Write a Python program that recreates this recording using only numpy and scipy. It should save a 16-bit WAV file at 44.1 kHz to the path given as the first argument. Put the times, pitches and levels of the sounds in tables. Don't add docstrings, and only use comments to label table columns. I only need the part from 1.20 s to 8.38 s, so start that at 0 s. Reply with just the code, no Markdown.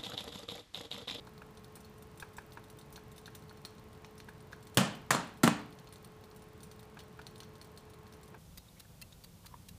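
import sys
import numpy as np
from scipy import signal
from scipy.fft import rfft, irfft
from scipy.io import wavfile

SR = 44100
rng = np.random.default_rng(int(sys.argv[2]) if len(sys.argv) > 2 else 0)


def inscribe(sig):
    pcm = np.round(np.clip(np.atleast_2d(sig).T, -1, 1) * 32767)
    wavfile.write(sys.argv[1], SR, pcm.astype(np.int16))


N = 316638

# f/Hz, relative spectral level/dB
TICK_LOW_SPECTRUM = [(1200, -5), (2700, -8.5), (3250, -4.5), (3680, -7), (4000, -3), (4370, 2),
                     (4850, -18.5), (5400, -4.5), (6400, -8.5), (8000, -29)]
# f/Hz, relative spectral level/dB
TICK_HIGH_SPECTRUM = [(4500, -18.5), (6000, -11.5), (7100, -19), (7600, -8), (8200, -15), (9000, -8.5),
                      (9600, -4.5), (10400, -18.5), (11200, -18), (12500, -12.5), (14300, -17.5),
                      (14850, -5), (15500, -44)]
CUTOFF_HZ = 15400


def from_db(db):
    return 10 ** (np.asarray(db) / 20)


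def rms_one(x):
    return x / np.sqrt(np.mean(x ** 2) + 1e-20)


def at_hz(points, hz):
    f, value = np.transpose(points)
    return np.interp(np.log(np.maximum(hz, 1)), np.log(f), value)


def noise(spectrum, size):
    hz = np.arange(size // 2 + 1) * SR / size
    phases = np.exp(2j * np.pi * rng.random(len(hz)))
    return rms_one(irfft(from_db(at_hz(spectrum, hz)) * phases, size))


def burst(spectrum, t60, size=4096):
    return noise(spectrum, size) * from_db(-60 * np.arange(size) / SR / t60)


def swell(x, rise_s):
    return x * (1 - np.exp(-(np.arange(len(x)) / SR / rise_s) ** 2))


def ring(modes, size, scatter_db=5.5, rise_s=0.0016):
    hz, db, t60 = np.transpose(modes)[:, :, None]
    t = np.arange(size) / SR
    strength = from_db(db + scatter_db * rng.standard_normal(db.shape))
    sines = strength * np.exp(-np.log(1000) * t / t60) * np.sin(2 * np.pi * hz * t)
    return swell(np.sum(sines, axis=0), rise_s)


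def bell(hz, centre_hz, octaves):
    return np.exp(-.5 * (np.log2(hz / centre_hz) / octaves) ** 2)


def struck(spectrum, bright_hz, main_hz, main_db, octaves=0.2):
    hz = np.geomspace(40, 16000, 600)
    treble_loss_db = 10 * np.log10(1 + (hz / bright_hz) ** 2)
    db = at_hz(spectrum, hz) - treble_loss_db + main_db * bell(hz, main_hz, octaves)
    return np.column_stack([hz, db])


def rippled(spectrum, ripple_db, spacing_hz=139.7):
    hz = np.geomspace(40, 16000, 600)
    unevenness = np.interp(hz / spacing_hz, np.arange(len(hz)), rng.standard_normal(len(hz)))
    db = at_hz(spectrum, hz) + ripple_db * unevenness * hz / (hz + 1500)
    return np.column_stack([hz, db])


def room(spectrum, build_s=0.0039, size=24576):
    # f/Hz, t60/s
    decay = [(120, 0.66), (400, 0.49), (1200, 0.47), (3000, 0.48), (7000, 0.32), (14000, 0.14)]
    t = np.arange(size) / SR
    hz = np.arange(size // 2 + 1) * SR / size
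    field = rfft(noise(spectrum, size))
    centres = [f for f, t60 in decay]
    tail = 0
    for (f, t60), share in zip(decay, np.eye(len(centres))):
        band = irfft(field * at_hz(list(zip(centres, share)), hz), size)
        tail = tail + band * np.exp(-np.log(1000) * t / t60)
    return swell(tail, build_s)


def add(track, s, sound):
    start = int(np.clip(round(s * SR), 0, N - 1))
    track[start:start + len(sound)] += sound[:N - start]


def air(level_db=-55):
    # f/Hz, relative spectral level/dB
    spectrum = [(15, -43), (25, -12.5), (79, -0.5), (140, 1), (221, -4), (246, -10.5), (349, -8),
                (399, -11), (433, -8), (509, -13), (1050, -15), (1140, -17), (4260, -29.5), (5010, -31.5),
                (15500, -40.5)]
    return from_db(level_db) * noise(spectrum, N)


def hum(waver=0.077):
    # f/Hz, nominal rms level/dB
    tones = [(215.3, -69), (430.7, -62.5), (861.3, -77), (1077, -72), (1292, -82)]
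    t, knots = np.arange(N) / SR, np.linspace(0, N / SR, 50)
    out = np.zeros(N)
    for hz, db in tones:
        level = 1 + waver * np.interp(t, knots, rng.standard_normal(len(knots)))
        out += np.sqrt(2) * from_db(db) * level * np.sin(2 * np.pi * (hz * t + rng.random()))
    return out


def fine_clicks(first_s=.0077, level_db=-41.5):
    # t/s, rate/(clicks per s)
    pace = [(0, 23.292), (0.6, 23.103), (2.2, 22.384), (2.8, 22.284), (3.8, 21.802), (5.7, 21.799),
            (6.5, 22.185), (7.18, 22.212)]
    # f/Hz, relative level/dB, t60/s
    modes = [(4100, -9, .0014), (8800, -9, 0.0016), (12100, -11, 0.0025), (14300, -7, .0022)]
    out, t = np.zeros(N), np.arange(N) / SR
    cycles = np.cumsum(np.interp(t, *np.transpose(pace))) / SR
    for s in first_s + np.interp(np.arange(int(cycles[-1]) + 1), cycles, t):
        add(out, s, from_db(level_db) * ring(modes, size=256, scatter_db=2.0, rise_s=.0001))
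    return out


def taps(gain_db=5, t60=0.037, rise_s=0.00263, colour_ratio=4.1, main_db=5, echo_db=-23):
    # t/s, relative level/dB, main resonance f/Hz
    pats = [(0.072, -49.5, 964), (0.217, -46.5, 1370), (.567, -50.5, 1450), (1.024, -37, 1200),
            (1.183, -37.5, 1670), (1.372, -41, 930), (1.776, -48, 985), (2.078, -46, 1640),
            (2.309, -49.5, 1460), (3.085, -42, 1600), (3.329, -43, 1540), (5.77, -43.5, 1100),
            (5.991, -42.5, 1270), (6.221, -50, 953), (7.143, -46, 923)]
    # f/Hz, relative spectral level/dB
    spectrum = [(300, -7), (680, -9), (930, 3.5), (1100, -8), (1300, -3.5), (1600, 2.5), (2050, -14.5),
                (2420, -3), (3050, -21), (3600, -16), (4800, -19.5), (9000, -25.5)]
    out = np.zeros(N)
    for s, db, hz in pats:
        colour = struck(spectrum, colour_ratio * hz, hz, main_db)
        add(out, s - rise_s / 2, from_db(db + gain_db) * swell(burst(colour, t60), rise_s))
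        add(out, s, from_db(db + echo_db) * room(colour, size=8192))
    return out


def scattered(per_s):
    slots = np.arange(int(N / SR * per_s))
    return (slots + rng.random(len(slots))) / per_s


def tick(low_db, high_db, ring_hz, snap_t60=0.0068, rattle_t60=0.086, rattle_db=-13, ring_db=-8,
         focus_db=9, main_db=4, high_t60=0.057, high_rise_s=0.00067, ripple_db=7):
    # f/Hz, relative level/dB, t60/s
    metal = [(3655, 4.5, 0.035), (4250, -7, 0.039), (4940, 1, 0.027), (7470, -3, 0.03)]
    colour = struck(rippled(TICK_LOW_SPECTRUM, ripple_db), CUTOFF_HZ, ring_hz, main_db, octaves=0.13)
    snap = burst(colour, snap_t60)
    rattle = from_db(rattle_db) * burst(colour, rattle_t60)
    modes = [(hz, db + focus_db * (bell(hz, ring_hz, octaves=0.043) - 1), t60) for hz, db, t60 in metal]
    clear_ring = from_db(ring_db) * ring(modes, size=4096, scatter_db=1.5, rise_s=0.00064)
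    tinkle = swell(burst(rippled(TICK_HIGH_SPECTRUM, ripple_db), high_t60), high_rise_s)
    return from_db(low_db) * (snap + rattle + clear_ring) + from_db(high_db) * tinkle


def ticks(low_gain_db=4, high_gain_db=-3.0, low_echo_db=-20, high_echo_db=-16, faint_ring_hz=4100):
    # t/s, relative snap level/dB, relative tinkle level/dB, ring f/Hz
    clear = [(0.5543, -54.5, -45.5, 4300), (.646, -51, -58, 4190), (0.9993, -48.5, -45.5, 3670),
             (1.1668, -62, -46.5, 3650), (1.3215, -54, -59, 4200), (1.44, -59, -58.5, 3650),
             (1.5872, -54.5, -51, 3600), (1.7254, -55.5, -47.5, 5500), (1.7591, -47.5, -67, 3640),
             (1.9617, -59, -54, 3690), (1.98, -52, -50, 3670), (2.0578, -44.5, -62, 3720),
             (2.15, -50, -45, 3780), (2.2947, -51.5, -58, 4300), (2.4505, -39, -46, 4270),
             (2.8463, -46.5, -65, 2500), (2.979, -56, -52, 4200), (3.0025, -48, -67, 4120),
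             (3.3294, -48.5, -61, 4300), (3.4698, -52, -54, 4400), (3.545, -58, -46.5, 4300),
             (4.588, -50.5, -60, 4300), (4.6723, -49, -76, 4270), (4.7247, -54, -50.5, 4300),
             (4.7582, -52.5, -59, 4410), (4.8447, -55.5, -58, 4300), (5.161, -63, -51, 4300),
             (5.431, -55.5, -46, 4300), (5.514, -50, -53, 4410), (5.791, -45, -54.5, 4060),
             (6.0678, -44.5, -51.5, 4000), (6.2038, -44, -52, 4200), (6.233, -48.5, -62, 4640),
             (6.4139, -48.5, -53, 4300), (6.575, -48.5, -50.5, 4300), (6.8677, -57, -63, 4300),
             (6.9366, -55, -56, 4300), (7.0314, -58, -53, 4300)]
    faint_per_s, faint_snap_db, faint_tinkle_db, faint_spread_db = 7.3, -53.5, -61, 3.5
    out = np.zeros(N)
    for s, low_db, high_db, ring_hz in clear:
        add(out, s, tick(low_db + low_gain_db, high_db + high_gain_db, ring_hz))
        add(out, s, from_db(low_db + low_echo_db) * room(TICK_LOW_SPECTRUM, size=8192))
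        add(out, s, from_db(high_db + high_echo_db) * room(TICK_HIGH_SPECTRUM, size=8192))
    for s in scattered(faint_per_s):
        low_db, high_db = faint_spread_db * rng.standard_normal(2)
        ring_hz = faint_ring_hz * 2 ** rng.normal(0, 0.13)
        add(out, s, tick(faint_snap_db + low_db, faint_tinkle_db + high_db, ring_hz))
    return out


def contact(body, db, echo_db, bright_hz, main_hz, thud_db, thud_hz, snap_db=1, snap_t60=0.0012,
            crack_t60=0.022, main_db=8, echo_main_db=4, rim_db=-29, thud_focus_db=12):
    # f/Hz, relative level/dB, t60/s
    stand = [(87, -16, .2), (139.6, -9, 0.39), (162, -1, 0.31), (185.3, 1, 0.24), (210, -4, 0.35),
             (231.6, -2.5, 0.22), (256, -11, 0.19), (293, -15.5, 0.57)]
    # f/Hz, relative level/dB, t60/s
    rim = [(403, 1.5, 0.32), (580, -15, 0.11), (640, 3, 0.19), (690, -9, 0.38), (794, -23, 0.22),
           (856, -17, 0.26), (938, 3, 0.37), (998, 3, 0.19), (1090, -1, 0.26), (1350, 0.5, .3),
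           (1560, -17, 0.34), (1740, -4, 0.25), (2530, -2.5, .3), (2950, -13, 0.22)]
    colour = struck(body, bright_hz, main_hz, main_db)
    crack = from_db(snap_db) * burst(colour, snap_t60) + burst(colour, crack_t60)
    echo = room(struck(body, bright_hz, main_hz, echo_main_db))
    rim_ring = ring(rim, size=18000, scatter_db=3.0)
    stand_hz, stand_db, stand_t60 = np.transpose(stand)
    driven_db = stand_db + thud_focus_db * (bell(stand_hz, thud_hz, octaves=0.32) - 1)
    thump = ring(np.column_stack([stand_hz, driven_db, stand_t60]), size=18000, scatter_db=4.5)
    return [from_db(db) * crack, from_db(db + echo_db) * echo,
            from_db(db + rim_db) * rim_ring, from_db(thud_db) * thump]


def knocks(low_cut_hz=90, ripple_db=3):
    # t/s, crack level/dB, graze and rebound ring f/Hz, blow and bounce ring f/Hz, thud level/dB,
    # thud f/Hz, blow delay t/s, rebound delay t/s, rebound crack level/dB, rebound thud level/dB
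    blows = [(3.5720, -14.5, 573, 3140, -31.5, 203, .0007, .016, -23.5, -25.5),
             (3.9063, -16.5, 1120, 1730, -33, 185, .0022, .0415, -23, -29.5),
             (4.2335, -16.5, 1020, 790, -25, 286, .0029, .0432, -15.5, -24.5)]
    # crack level/dB, echo level re crack/dB, thud level/dB
    offsets = [(-3, -11.5, -2.5), (0, -15, 4.5), (-5, -16, -0.5), (0, -21, -1.5)]
    # f/Hz, relative spectral level/dB
    spectrum = [(50, -24), (110, 0), (250, 6), (370, -2), (560, 2), (1000, 1.5), (1750, -0.5), (2150, -3.5),
                (2850, -4), (3400, -8), (4200, -6), (5200, -8), (8500, -4), (11000, -9.5), (15500, -11.5)]
    bounce_s, graze_bright_hz = .0088, 12000
    dulling, thud_sink = 0.61, .88
    out = np.zeros(N)
    for s, db, outer_hz, inner_hz, thud_db, thud_hz, blow_s, rebound_s, rebound_db, rebound_thud_db in blows:
        body = rippled(spectrum, ripple_db)
        touches = [(0, db, thud_db, outer_hz),
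                   (blow_s, db, thud_db, inner_hz),
                   (bounce_s, db, thud_db, inner_hz),
                   (rebound_s, rebound_db, rebound_thud_db, outer_hz)]
        for k, (touch, offset) in enumerate(zip(touches, offsets)):
            lag, hit_db, push_db, main_hz = touch
            crack_db, echo_db, weight_db = offset
            for sound in contact(body, hit_db + crack_db, echo_db, graze_bright_hz * dulling ** k, main_hz,
                                 push_db + weight_db, thud_hz * thud_sink ** k):
                add(out, s + lag, sound)
    return signal.sosfilt(signal.butter(3, low_cut_hz, "high", fs=SR, output="sos"), out)


def scene():
    background = air() + hum() + fine_clicks()
    return (background + taps() + ticks() + knocks())[None]


def record(dry):
    return signal.sosfilt(signal.ellip(10, .1, 70, CUTOFF_HZ, fs=SR, output="sos"), dry)


dry = scene()
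out = record(dry)
inscribe(out)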